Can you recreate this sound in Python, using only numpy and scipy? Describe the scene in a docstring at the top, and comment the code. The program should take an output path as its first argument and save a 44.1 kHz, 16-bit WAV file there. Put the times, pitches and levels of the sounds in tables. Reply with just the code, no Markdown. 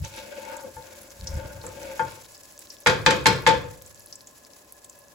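"""Butter sizzling in a pan, stirred with a wooden spoon

Butter foams softly in oil in a non-stick pan over a gas flame, in a small kitchen. Its water boils out
as hiss and crackle, and now and then a trapped drop spits. A wooden spoon sticks and slips round the
pan, bumps its wall, then is knocked four times on the rim: the metal rings, the wood clacks and the
grate shakes. The hand-held microphone rumbles a little."""
import sys
import numpy as np
from scipy import signal
from scipy.fft import rfft, irfft
from scipy.io import wavfile
from scipy.ndimage import uniform_filter1d

SR = 44100
rng = np.random.default_rng(int(sys.argv[2]) if len(sys.argv) > 2 else 0)


def store_wav(level_fs):
    """Save 16-bit WAV to argv[1]."""
    pcm = np.round(np.clip(np.atleast_2d(level_fs), -1, 1) * 32767)
    wavfile.write(sys.argv[1], SR, pcm.T.astype(np.int16))


N = 226718
TIME = np.arange(N) / SR


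def from_db(db):
    """Decibels to amplitude."""
    return 10 ** (np.asarray(db) / 20)


def rms_one(x):
    """Scales a sound to rms 1."""
    return x / np.sqrt(np.mean(x ** 2) + 1e-20)


def evened(x, window_s):
    """Holds the running level of a stereo sound at 1."""
    return x / np.sqrt(uniform_filter1d(np.mean(x ** 2, axis=0), int(window_s * SR)) + 1e-12)


def in_time(points):
    """Reads a curve at every sample."""
    return np.interp(TIME, *np.transpose(points))


def at_hz(points, hz):
    """Reads a curve on a log-frequency axis."""
    f, value = np.transpose(points)
    return np.interp(np.log(np.maximum(hz, 1)), np.log(f), value)


def add(out, s, sound):
    """Mixes a sound in at time s."""
    i = max(round(s * SR), 0)
    out[:, i:i + sound.shape[1]] += sound[:, :N - i]


def colour(x, spectrum):
    """Gives a steady sound a spectrum; rms 1."""
    gain = from_db(at_hz(spectrum, np.fft.rfftfreq(N, 1 / SR)))
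    return rms_one(irfft(rfft(x) * gain, N))


def low_pass(x, hz):
    """Dulls a sound by 12 dB an octave above hz."""
    return signal.sosfilt(signal.butter(2, min(hz, .45 * SR), fs=SR, output="sos"), x)


def resonate(x, hz, width):
    """A resonance with gain 1 at its peak."""
    r = np.exp(-np.pi * width / SR)
    poles = [1, -2 * r * np.cos(2 * np.pi * hz / SR), r * r]
    return signal.lfilter(np.array([1, 0, -1]) * (1 - r * r) / 2, poles, x + 1e-18)


def body(x, resonances):
    """Parallel resonances of alternating sign; rms 1."""
    return rms_one(sum((-1) ** k * from_db(db) * resonate(x, hz, width)
                       for k, (hz, width, db) in enumerate(resonances)))


def drift(rate):
    """A random wander through `rate` points a second; rms 1."""
    knots = rng.standard_normal(N // 40)
    return rms_one(np.interp(TIME * rate, np.arange(len(knots)), knots))


def grains(per_s, spread_db):
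    """Random clicks, a few of them much larger than the rest."""
    sizes = from_db(spread_db * np.minimum(rng.exponential(1, N), 5)) * rng.choice([-1, 1], N)
    return sizes * (rng.random(N) < per_s / SR)


def dying_noise(spectrum, t60s, rise_s, size):
    """Countless modes: stereo noise that swells, then dies band by band; energy 1 a channel."""
    t, hz = TIME[:size], np.fft.rfftfreq(size, 1 / SR)
    noise = np.exp(2j * np.pi * rng.random((2, len(hz)))) * from_db(at_hz(spectrum, hz))
    out = 0
    for k, (_, t60) in enumerate(t60s):
        share = at_hz([(f, j == k) for j, (f, _) in enumerate(t60s)], hz)
        out = out + irfft(noise * share, size) * from_db(-60 * t / t60)
    return rms_one(out * (1 - np.exp(-t / rise_s))) / np.sqrt(size)


def kitchen(x):
    """A small tiled room: a short tail whose treble dies first."""
    # tone of the tail: f/Hz, level/dB
    tone = [(60, -26.5), (500, 5), (900, 0), (2000, -1), (5000, 3.5), (9000, -2), (16000, 6.5)]
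    # decay of the tail: f/Hz, t60/s
    decay = [(100, 0.66), (1000, 0.49), (4000, 0.35), (16000, 0.15)]
    tail = dying_noise(tone, decay, rise_s=0.0054, size=30000)
    return signal.fftconvolve(x, tail, axes=1)[:, :N]


def handling(thump_s=0.019, apart=0.96):
    """The hand on the microphone shifts with the stirring: a low rumble with soft thumps."""
    # rumble of the moving hand: t/s, level/dB
    rumble = [(0, -45), (.3, -64), (1.12, -63), (1.35, -43), (1.75, -54.5), (2.05, -57), (2.35, -78.5)]
    # thumps of the hand: t/s, level/dB
    bumps = [(0.029, -29), (.785, -47), (1.232, -37.5), (1.306, -36.5), (1.361, -28), (1.45, -40),
             (1.579, -42)]
    # tone of both: f/Hz, level/dB
    tone = [(20, -29.5), (45, -4), (80, -0.5), (115, -4.5), (190, -15), (300, -37), (600, -55.5)]
    thumps = sum(from_db(db) * np.exp(-.5 * ((TIME - s) / thump_s) ** 2) for s, db in bumps)
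    envelope = np.hypot(from_db(in_time(rumble)), thumps)
    shake = rng.standard_normal(N) + apart * rng.standard_normal((2, N))
    return envelope * evened(colour(shake, tone), window_s=0.043)


def flame(roar_db=-58, hollow_db=-59):
    """The gas burner roars softly through the hollows under the pan."""
    # tone of the flame: f/Hz, level/dB
    tone = [(25, -17), (60, 4.5), (130, -0.5), (300, 4), (600, 0.5), (900, -3), (1400, -9.5), (2200, -17),
            (4000, -15), (8000, -15)]
    # resonances under the pan: f/Hz, width/Hz, level/dB
    hollows = [(573, 36, -3), (1050, 20.5, -4.5), (1692, 19.4, -4.5), (2630, 30, -14.5)]
    roar = colour(rng.standard_normal((2, N)), tone)
    hollow = body(rng.standard_normal((2, N)), hollows)
    return from_db(roar_db) * roar + from_db(hollow_db) * hollow


def spit(peak_db, hz, t60, q=4.8, snap_db=-2, snap_s=0.00032):
    """A trapped drop flashes to steam: a snap and a short pitched fizz."""
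    t = TIME[:2000]
    envelope = from_db(-60 * t / t60) + from_db(snap_db) * np.exp(-t / snap_s)
    puff = rng.standard_normal((2, len(t))) * envelope
    fizz = resonate(resonate(puff, hz, hz / q), hz, 2 * hz / q)
    return from_db(peak_db) * fizz / np.abs(fizz).max()


def sizzle(flicker_db=3.1, crackle_db=-5, bubble_q=6, fizz_db=4.5, drops=200):
    """Water boils out of the butter: fine foam hisses, bubbles burst in brief pings, tiny drops fizz."""
    # fader ride of the frying: t/s, level/dB
    ride = [(0.0, -53), (0.96, -53.5), (1.98, -51.5), (2.45, -54.5), (3.06, -52), (4.29, -57.5),
            (4.39, -57.5), (5.14, -61)]
    # tone of foam and crackle: f/Hz, level/dB
    tone = [(1000, -4.5), (2000, -4), (3500, -4.5), (5200, -0.5), (7000, 0.5), (9000, -3), (11000, -1.5),
            (13000, -7.5), (15500, -4.5), (16500, -20.5)]
    foam = colour(rng.standard_normal((2, N)), tone) * from_db(flicker_db * drift(rate=90))
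    bursts = grains(per_s=1900, spread_db=8.5)
    pitches = np.geomspace(3500, 15000, num=14)
    pitch_index = rng.integers(0, len(pitches), N)
    bursts = bursts * (1 + 2.5 * rng.standard_normal((2, N)))  # scattered in stereo
    crackle = sum(resonate(bursts * (pitch_index == k), hz, hz / bubble_q) / np.sqrt(hz)
                  for k, hz in enumerate(pitches))
    fizz = np.zeros((2, N))
    for when, size, pitch, length in rng.random((drops, 4)):
        drop = spit(fizz_db + 9 * size ** 2, hz=4800 * 2.7 ** pitch, t60=.008 + .035 * length)
        add(fizz, when * TIME[-1], drop)
    return from_db(in_time(ride)) * (foam + from_db(crackle_db) * colour(crackle, tone) + fizz)


def spits(spit_gain_db=2.0, crack_gain_db=6, crack_s=.0013, crack_hz=11000, cycles=243):
    """Larger drops stand out of the sizzle, some with a bright crack; small, high ones die sooner."""
    # spits of fat: t/s, relative peak/dB, f/Hz, relative crack/dB
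    drops = [(0.0478, -28, 6240, -50), (0.5677, -33, 6900, -36), (1.2712, -25, 5420, -57),
             (1.6149, -38, 4270, -47), (1.665, -23, 7800, -55), (2.347, -38.5, 5020, -55),
             (2.4347, -40, 5500, -57), (2.5915, -33.5, 7950, -35), (2.7025, -30.5, 5330, -54),
             (2.803, -34.5, 10900, -57), (3.8213, -42, 8100, -34.5), (3.862, -35, 8000, -47.5),
             (3.9956, -31.5, 10700, -58), (4.0602, -34.5, 10500, -50), (4.126, -28.5, 5370, -48),
             (4.155, -31, 7400, -49), (4.2717, -33, 6940, -62), (4.7232, -31, 11000, -41),
             (4.8447, -32.5, 7960, -49), (4.897, -29, 7180, -42), (4.989, -38, 11200, -53.5)]
    out, t = np.zeros((2, N)), TIME[:700]
    for s, db, hz, crack_db in drops:
        add(out, s, spit(db + spit_gain_db, hz, t60=cycles / hz))
        burst = rng.standard_normal((2, len(t))) * np.exp(-t / crack_s)
        add(out, s, from_db(crack_db + crack_gain_db) * resonate(burst, crack_hz, width=crack_hz))
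    return out


def sweeps(fade_db=12.5, roundness=1.4):
    """Spoon strokes swell and ease off: gains of rub, singing and scratch, and a gliding colour in Hz."""
    # strokes over the pan's bottom: t/s of most pressure, rise/s, fall/s, rub/dB, singing/dB,
    # scratch/dB, scratch colour/Hz, glide/(octaves per s)
    strokes = [(0.049, 0.015, 0.034, -44, -44, -40, 2900, 14),
               (0.182, 0.078, 0.087, -46, -46, -40, 3200, -0.5),
               (.38, 0.21, 0.067, -39.5, -69, -45, 2280, 0), (.53, 0.17, .12, -41, -39, -42, 1470, -7),
               (.655, 0.021, 0.05, -36, -62, -53, 1200, 0),
               (.86, 0.14, 0.37, -49, -58.5, -52.5, 2070, -0.5),
               (1.392, .15, 0.26, -40.5, -46.5, -45, 1650, -1),
               (1.89, 0.21, 0.21, -39, -46, -44, 2160, -2.5), (2.09, 0.055, 0.13, -64, -71, -46.5, 2740, 0)]
    s, rise, fall, rub_db, sing_db, scratch_db, hz, glide = np.transpose(strokes)[:, :, None]
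    t = TIME - s
    away = np.minimum(np.maximum(-t / rise, t / fall), 5)  # rise or fall times from the peak
    power = from_db(-fade_db * away ** roundness) ** 2 + 1e-20
    rub, sing, scratch = (np.sqrt(np.sum(power * from_db(db) ** 2, axis=0))
                          for db in (rub_db, sing_db, scratch_db))
    octave = np.average(np.log2(hz) + glide * np.clip(t, -rise, fall), axis=0, weights=power)
    return rub, sing, scratch, 2 ** octave


def stirring(sing_db=-1, scratch_db=-1, jerk_db=2, boost_db=10, boost_octaves=0.78, wall_echo=0.1):
    """Wood sticks and slips over the speckled coating: dense uneven clicks into the pan's resonances."""
    # hollow rub: f/Hz, width/Hz, level/dB
    rub_modes = [(205, 9.7, -8), (327, 133, -7.5), (411, 216, -11.5), (534, 33, 4), (588.3, 48, -2.5),
                 (700, 24, -11.5)]
    # singing of the wall: f/Hz, width/Hz, level/dB
    sing_modes = [(884, 14.3, 0.5), (935, 88, -15.5)]
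    # gritty scratch: f/Hz, width/Hz, level/dB
    scratch_modes = [(1160, 130, -3.5), (1454, 37, 6.5), (1605, 20, 9.5), (1900, 290, -8), (2200, 67, 2.5),
                     (2530, 380, -4), (3500, 790, -3), (4330, 3500, -7)]
    rub, sing, scratch, centre_hz = sweeps()
    slips = np.array([grains(per_s=3800, spread_db=3.5) for _ in range(2)])
    slips *= from_db(jerk_db * drift(rate=40))
    # the echo off the pan wall comes later as the spoon moves away from it, so the colour glides
    echoed = slips + wall_echo * np.array([np.interp(TIME - 1 / centre_hz, TIME, side) for side in slips])
    grit = 0
    for k, (hz, width, db) in enumerate(scratch_modes):
        near = np.exp(-.5 * (np.log2(hz / centre_hz) / boost_octaves) ** 2)
        grit = grit + (-1) ** k * from_db(db + boost_db * near) * resonate(echoed, hz, width)
    layers = [(rub, body(slips, rub_modes)),
              (sing * from_db(sing_db), body(slips, sing_modes)),
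              (scratch * from_db(scratch_db), grit)]
    lean_left = from_db([[1.0], [-1.0]])
    return lean_left * sum(gain * evened(x, window_s=0.06) for gain, x in layers)


def pan_ring(wall_db, bottom_db, grate_db, sustain, scatter_db=2.64, swell_s=0.014):
    """Each touch strikes every mode of the pan and grate with a strength of its own; low modes swell slowly."""
    # modes of pan and grate: f/Hz, level/dB, nominal t60/s, left minus right/dB, left lead/rad
    modes = [(102.2, -38, 3.4, 0, -8.7), (131.2, -36, 0.69, 17, -3.4), (209.5, -38, 1.7, -2.5, 4.1),
             (312.5, -34.5, 0.53, -0.5, 0.5), (486, -24, 0.38, -13.5, -0.7), (507.4, -21.5, 0.61, -1, 1.4),
             (539, -22.5, 0.3, 2.5, -1.5), (887.8, -10.5, 0.22, 9.5, 0.72), (887, -34, 0.17, -8, -8.5),
             (1060, -43, 0.21, -5.5, 4), (1175, -40, 0.1, -23, 2.7), (1346, -36, 0.14, -3, 12.5),
             (1422, -25.5, 0.45, -5.5, 2.4), (1423, -26.5, 0.13, 4, 8.2), (1581, -26.5, 0.35, 17, 1.1),
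             (1736, -21, 0.14, 9, 0), (1850, -32, 0.16, 0, -4.5), (2150, -20.5, 0.12, -9, 1.4),
             (2510, -31, 0.41, 0.5, 6), (3167, -30, 0.3, 8.5, 0.2), (3265, -30.5, 0.27, 7, -0.2),
             (3673, -47, 0.29, 6, -20.5), (4500, -40, 0.18, 5, 3), (4710, -27.5, .15, 12, -3.5),
             (6600, -40, 0.16, -3, -1)]
    hz, db, t60, lean_db, lead = np.transpose(modes)[:, :, None]
    t, sides = TIME[:36000], np.array([.5, -.5])
    # from low to high: the grate shakes, the pan's bottom flexes, its wall rings
    db = db + np.select([hz < 250, hz < 700], [grate_db, bottom_db], wall_db)
    db = db + scatter_db * rng.standard_normal((len(modes), 1))
    strength = from_db(db + sides * lean_db) * np.exp(1j * sides * lead)
    rise_s = swell_s / (1 + (hz / 750) ** 4)
    swell = 1 - np.exp(-t / rise_s)
    swing = swell * np.exp((2j * np.pi * hz - np.log(1000) / (t60 * sustain)) * t)
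    signs = (-1) ** np.arange(len(modes))[:, None]
    return np.real((signs * strength).T @ swing)


def knocks(clack_db=17.5, thud_db=10, spoon_db=3, spoon_q=26.0, lifted_s=2.5, last_knock_s=3.4):
    """The wood clacks and the pan rings, duller for a soft touch; the grate's thud swells just behind."""
    # a brief harder rub of the spoon at 0.65 s, then bumps on the wall and knocks on the rim:
    # t/s, wall ring/dB, bottom hum/dB, wood/dB (all three relative), contact cut-off/Hz
    contacts = [(.648, -41, -30, -32.5, 650), (.765, -20, -20, -39, 990), (1.638, -21, -16.5, -21, 700),
                (1.666, -41, -28, -30.5, 1980), (1.9939, -5, -8, -15.5, 1490),
                (2.8615, -7, -4.5, -1.5, 3030), (2.8700, 0.5, -6, -6.5, 11000),
                (2.8972, -19.5, -14, -12.5, 6000), (3.0619, 0, 1, -1, 6230), (3.1062, -12, -1, -8.5, 8300),
                (3.2572, 0.5, -3, -3.5, 5230), (3.2656, -13, -27, -3.5, 12100),
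                (3.465, -1.5, 4, -4.5, 4370), (3.4717, -21, -46, -7, 9560), (3.4890, -43, -33, -12.5, 6400)]
    # dense clack of spoon and pan together: f/Hz, level/dB
    clack_tone = [(300, -20.5), (500, 1.5), (720, -14.5), (1050, 0), (1250, -0.5), (1700, 1.5), (2500, 0.5),
                  (2850, -4.5), (3400, -0.5), (5200, -4), (7500, -4), (9500, -7), (16000, -17)]
    # its decay: f/Hz, t60/s
    clack_decay = [(300, 0.23), (1500, 0.14), (4000, 0.075), (8000, 0.054), (16000, 0.041)]
    # thud of the grate and hob: f/Hz, level/dB
    grate_tone = [(30, -32), (50, -6), (70, -1), (140, 5), (200, 3.5), (250, -1.5), (330, 3.5), (500, -8.5),
                  (700, -8.5), (1200, -52)]
    # its decay: f/Hz, t60/s
    grate_decay = [(40, 1), (110, 0.75), (200, 0.34), (700, 0.23)]
    rings, impacts = np.zeros((2, 2, N))
    for s, wall_db, bottom_db, wood_db, contact_hz in contacts:
        # the spoon damps the ring: most when resting in the pan, less rebounding, least lifted clear
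        sustain = 0.52 if s < lifted_s else 0.76 if s < last_knock_s else 1.04
        ring = pan_ring(wall_db, bottom_db, wood_db, sustain)
        add(rings, s, low_pass(ring, contact_hz))
        spoon_hz = 650 + 0.297 * contact_hz  # a harder contact wakes a higher resonance of the spoon
        clack = dying_noise(clack_tone, clack_decay, rise_s=0.00019, size=12000)
        clack = clack + from_db(spoon_db) * resonate(clack, spoon_hz, spoon_hz / spoon_q)
        add(impacts, s, from_db(wood_db + clack_db) * low_pass(clack, contact_hz))
        thud = dying_noise(grate_tone, grate_decay, rise_s=0.0063, size=36000)
        add(impacts, s, from_db(wood_db + thud_db) * thud)
    fade = from_db(np.interp(TIME, [3.65, 3.8], [0, -5]))  # the last ring drops away quickly
    return impacts, rings * fade


def scene(impact_send_db=-6.0, ring_send_db=-14, spit_send_db=-12):
    """The pan's ring stays nearly dry; the knocks and spits fill the room more."""
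    impacts, ring = knocks()
    spitting = spits()
    send = (from_db(impact_send_db) * impacts + from_db(ring_send_db) * ring
            + from_db(spit_send_db) * spitting)
    return impacts + ring + spitting + kitchen(send) + stirring() + sizzle() + flame() + handling()


def record(dry, cutoff_hz=16400):
    """Two microphone ports narrow the image, their treble out of step; peaks are rounded, the top cut."""
    # stereo width: f/Hz, side level/dB
    side_levels = [(40, -11.5), (150, -7.5), (500, -5.5), (1200, -3), (3000, -1.5), (6500, -3.5),
                   (8500, -22), (13000, 0), (16000, -10.5)]
    # balance of the ports: f/Hz, left minus right/dB
    balance = [(60, 0.5), (200, 0), (550, 3), (900, 3), (1600, 0.5), (4000, 0.5), (8000, 0), (16000, 0)]
    # phase between the ports: f/Hz, left lead/rad
    phase = [(0, 0), (1900, 0), (2700, 1.2), (3700, .3), (5200, -.5), (7200, .2), (9100, -3.14),
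             (11200, -6.28), (13400, -9.42), (15600, -12.57), (17000, -13.5)]
    hz = np.fft.rfftfreq(N, 1 / SR)
    left, right = rfft(dry)
    width = from_db(at_hz(side_levels, hz))
    narrowed = (left + right + width * (left - right) * [[1], [-1]]) / np.sqrt(2 + 2 * width ** 2)
    sides = np.array([[.5], [-.5]])
    lead = np.interp(hz, *np.transpose(phase))
    ports = from_db(sides * at_hz(balance, hz)) * np.exp(1j * sides * lead)
    rounded = np.tanh(irfft(narrowed * ports, N))
    return signal.sosfilt(signal.ellip(10, .2, 80, cutoff_hz, fs=SR, output="sos"), rounded)


dry = scene()
out = record(dry)
store_wav(out)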